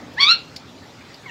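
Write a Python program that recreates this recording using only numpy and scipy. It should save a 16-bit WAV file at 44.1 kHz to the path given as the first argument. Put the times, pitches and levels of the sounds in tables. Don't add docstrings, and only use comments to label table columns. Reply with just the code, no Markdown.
import sys
import numpy as np
from scipy import signal
from scipy.fft import rfft, irfft, next_fast_len
from scipy.io import wavfile
from scipy.ndimage import uniform_filter1d, minimum_filter1d, map_coordinates

SR = 44100
rng = np.random.default_rng(int(sys.argv[2]) if len(sys.argv) > 2 else 0)


def transcribe(signal):
    frames = np.atleast_2d(signal).T
    limited = np.clip(frames, -1, 1)
    pcm = np.round(limited * 32767).astype(np.int16)
    wavfile.write(sys.argv[1], SR, pcm)


def voltage_ratio(decibels):
    exponent = np.asarray(decibels, float) / 20
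    return 10 ** exponent


N = 57330
TOP_HZ = 15830


def unit(x):
    return x / np.sqrt(np.mean(x ** 2) + 1e-20)


def along(points, hz):
    f, v = np.transpose(points)
    return np.interp(np.log(hz + 1), np.log(f + 1), v)


def wobble(rate_hz):
    knots = rng.standard_normal(int(N * 1000 / SR) + 4)
    return map_coordinates(knots, [np.arange(N) * min(rate_hz, 999) / SR])


def filtered(x, response):
    m = next_fast_len(N + SR // 2)
    hz = np.fft.rfftfreq(m, 1 / SR)
    return irfft(rfft(x, m) * response(hz), m)[:N]


def rush(spectrum, patchy_db):
    z = signal.stft(rng.standard_normal(N), nperseg=512)[2]
    field = uniform_filter1d(rng.standard_normal(z.shape), 5, 0)
    field = uniform_filter1d(field, 8, 1)
    noise = signal.istft(z * voltage_ratio(patchy_db * unit(field)), nperseg=512)[1][:N]
    return unit(filtered(noise, lambda hz: voltage_ratio(along(spectrum, hz))))


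# (time [s], pitch [Hz], level [dB], mouth resonance [kHz], flutter depth [0-1])
RISING_CALL = [
    (.162, 767.6, -53.5, 1.8, .1),
    (.182, 886, -25.5, 1.56, 0.3),
    (.199, 1068, -20.5, 2.33, 0.65),
    (.212, 1114, -13.5, 4.14, .7),
    (.236, 1127, -10, 3.55, 0.42),
    (.262, 1155, -18, 3.58, 0.87),
    (.31, 1387, -9, 4.12, 0.51),
    (.334, 1373, -16.5, 3.94, 0.47),
    (.349, 1387, -24.5, 2.9, 0.8),
]
FALLING_CALL = [
    (1.254, 1120, -67, 1.7, 0.081),
    (1.262, 1100, -37, 2, 0.22),
    (1.281, 967, -40.5, 1.3, .5),
    (1.291, 945, -36.5, 2.1, .5),
    (1.3, 887, -31.5, 2.26, 0.6),
]
# (frequency [Hz], gain [dB])
HEAD_RAISED = [(800, -10.5), (1300, -2.5), (2300, -3), (3000, -9.5), (3500, -0.5), (4600, 3), (4850, -19),
               (5650, -8.5)]
HEAD_LOWERED = [(800, -5), (1100, -1), (2000, 2), (2800, 2.5), (3200, -4), (3600, -24), (5700, -21)]
# (frequency [Hz], gain [dB])
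BEAK = [(5950, -14.5), (7000, -25.5), (8500, -27), (9800, -53), (12800, -48), (14200, -23.5),
        (16000, -28.5)]
# (frequency [Hz], density [dB per Hz])
BREATH = [(300, -15.5), (700, -11.5), (1600, -2.5), (3000, -0.5), (4400, -13.5), (6500, -10.5),
          (11500, -38), (14500, -35)]
FLUTTER_SHARE = [.3, .55, 1, .3, .6]
MOUTH_Q, MOUTH_ORDER = 2.13, 0.96
BREATH_DB, BREATH_GROWS = -22.5, 1.07
FLUTTER_HZ, FLUTTER_HZ_PER_PITCH_HZ, FLUTTER_DRIFT = 176, .13, .02
FLUTTER_PEAK_S = .2325
FLUTTER_SWING_RAD, FLUTTER_LAG_RAD = .15, 0.85
JITTER_HZ, SHIMMER_DB, RASP_DB, FADE_S = 10, 1.8, -23.5, .005


def call(rows, throat):
    t = np.arange(N) / SR
    s, *cols = np.transpose(rows)
    pitch_hz, level_db, mouth_khz, depth = [np.interp(t, s, c) for c in cols]
    depth = np.clip(depth, 0, 1)

    flutter_hz = FLUTTER_HZ + FLUTTER_HZ_PER_PITCH_HZ * (pitch_hz - 1130)
    flutter = 2 * np.pi * np.cumsum(flutter_hz * (1 + FLUTTER_DRIFT * wobble(40))) / SR
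    flutter = flutter - flutter[round(FLUTTER_PEAK_S * SR)]
    phase = 2 * np.pi * np.cumsum(pitch_hz + JITTER_HZ * wobble(150)) / SR
    phase += depth * FLUTTER_SWING_RAD * np.sin(flutter)

    voice, power = np.zeros(N), np.zeros(N)
    for k in range(1, 17):
        hz = k * pitch_hz
        u = hz / (1000 * mouth_khz)
        mouth_loss = np.abs(1 - u * u + 1j * u / MOUTH_Q) ** MOUTH_ORDER
        gain = voltage_ratio(along(throat + BEAK, hz)) / mouth_loss * (hz < TOP_HZ)
        share = FLUTTER_SHARE[min(k, len(FLUTTER_SHARE)) - 1]
        beat = 1 + depth * share * np.cos(flutter - FLUTTER_LAG_RAD * (k - 3))
        size = voltage_ratio(SHIMMER_DB * wobble(90)) * beat
        rasp = voltage_ratio(RASP_DB) * k * wobble(900)
        voice += gain * (size + rasp) * np.sin(k * phase + rng.uniform(0, 2 * np.pi))
        power += gain ** 2 / 2

    breath_db = BREATH_DB + BREATH_GROWS * (level_db + 10) - 10
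    breath = voltage_ratio(breath_db) * (1 + depth * np.cos(flutter)) * rush(BREATH, patchy_db=3)
    outside_s = np.clip(s[0] - t, 0, 1) + np.clip(t - s[-1], 0, 1)
    return (voice / np.sqrt(power) * voltage_ratio(level_db) + breath) * np.exp(-outside_s / FADE_S)


# (time [s], peak [dB], brightness [dB per octave], scrape decay [s])
TICKS = [
    (.137, -44, 10, .004),
    (.5639, -19, 0, .00012),
    (1.1435, -30.5, -1, .0015),
]
# (frequency [Hz], width [Hz], level [dB])
WIRE = [(2100, 400, -19), (3700, 500, -11), (4450, 320, 0), (5000, 500, -2), (7300, 700, -17),
        (9800, 1500, -27), (14000, 2500, -26)]
# (lag [s], level [dB])
RATTLE = [(-.0025, -9), (0, 0), (.0025, -3), (.0043, -6), (.006, -10), (.0095, -12), (.013, -15),
          (.019, -17)]


def feet():
    out, t = np.zeros(N), np.arange(SR // 50) / SR
    for s, db, bright_db, scrape_s in TICKS:
        blows = np.zeros(N)
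        for lag_s, level_db in RATTLE:
            burst = np.exp(-t / scrape_s) * rng.standard_normal(len(t))
            blows[round((s + lag_s) * SR):][:len(t)] += voltage_ratio(level_db) * unit(burst)

        def wire(f):
            modes = 0
            for k, (hz, width_hz, mode_db) in enumerate(WIRE):
                band = 1j * f * width_hz
                modes = modes + (-1) ** k * voltage_ratio(mode_db) * band / (hz * hz - f * f + band)
            return voltage_ratio(bright_db * np.log2((f + 1) / 4500)) * modes / (1 + 1j * f / 7000)

        tick = filtered(blows, wire)
        out += voltage_ratio(db) * tick / np.abs(tick).max()
    return out


# (frequency [Hz], t60 [s])
ROOM_T60 = [(500, .15), (1400, .2), (2800, 0.34), (4200, 0.21), (8000, 0.083)]
ROOM_DB, ROOM_GAP_S = -12, .004


def room(x):
    hz, t, z = signal.stft(rng.standard_normal(SR // 2), SR, nperseg=256)
    decay = voltage_ratio(-60 * t / along(ROOM_T60, hz)[:, None])
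    tail = signal.istft(z * decay, SR, nperseg=256)[1]
    late = np.pad(x, (round(ROOM_GAP_S * SR), 0))
    return signal.fftconvolve(late, tail / np.linalg.norm(tail))[:N]


# (frequency [Hz], density [dB per Hz])
HUM = [(15, -57), (25, -37.5), (92, -3.5), (128, -5), (165, -3), (207, -9), (267, -1.5), (306, -8),
       (900, -14), (1170, -20), (1980, -120)]
HISS = [(530, -64.5), (900, -12.5), (1090, -8.5), (1160, -4), (3130, -10.5), (4330, -9), (7340, -19),
        (9320, -31.5), (15800, -34)]
# (time [s], level [dB])
HUM_DRIFT = [(0, 4), (0.499, 0.5), (0.899, 1.3), (1.3, 0.1)]
HUM_DB, HISS_DB = -45.5, -48


def background():
    drift_db = np.interp(np.arange(N) / SR, *np.transpose(HUM_DRIFT))
    hum = voltage_ratio(HUM_DB + drift_db + 0.37 * wobble(8.2)) * rush(HUM, patchy_db=0.85)
    hiss = voltage_ratio(HISS_DB + .4 * wobble(3.7)) * rush(HISS, patchy_db=2.9)
    return hum + hiss


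def scene():
    near = call(RISING_CALL, HEAD_RAISED) + call(FALLING_CALL, HEAD_LOWERED) + feet()
    return (near + voltage_ratio(ROOM_DB) * room(near) + background())[None]


def top_cut(x):
    return signal.sosfilt(signal.butter(12, 16120, fs=SR, output="sos"), x)


CEILING, LIMIT_S = .97, .004


def record(dry):
    x = filtered(dry[0], lambda hz: hz < TOP_HZ)
    span = round(LIMIT_S * SR)
    gain = np.minimum(1, CEILING / (np.abs(x) + 1e-9))
    gain = minimum_filter1d(gain, size=2 * span)
    mix = (x * uniform_filter1d(gain, size=span))[None]
    return top_cut(mix)


dry = scene()
out = record(dry)
transcribe(out)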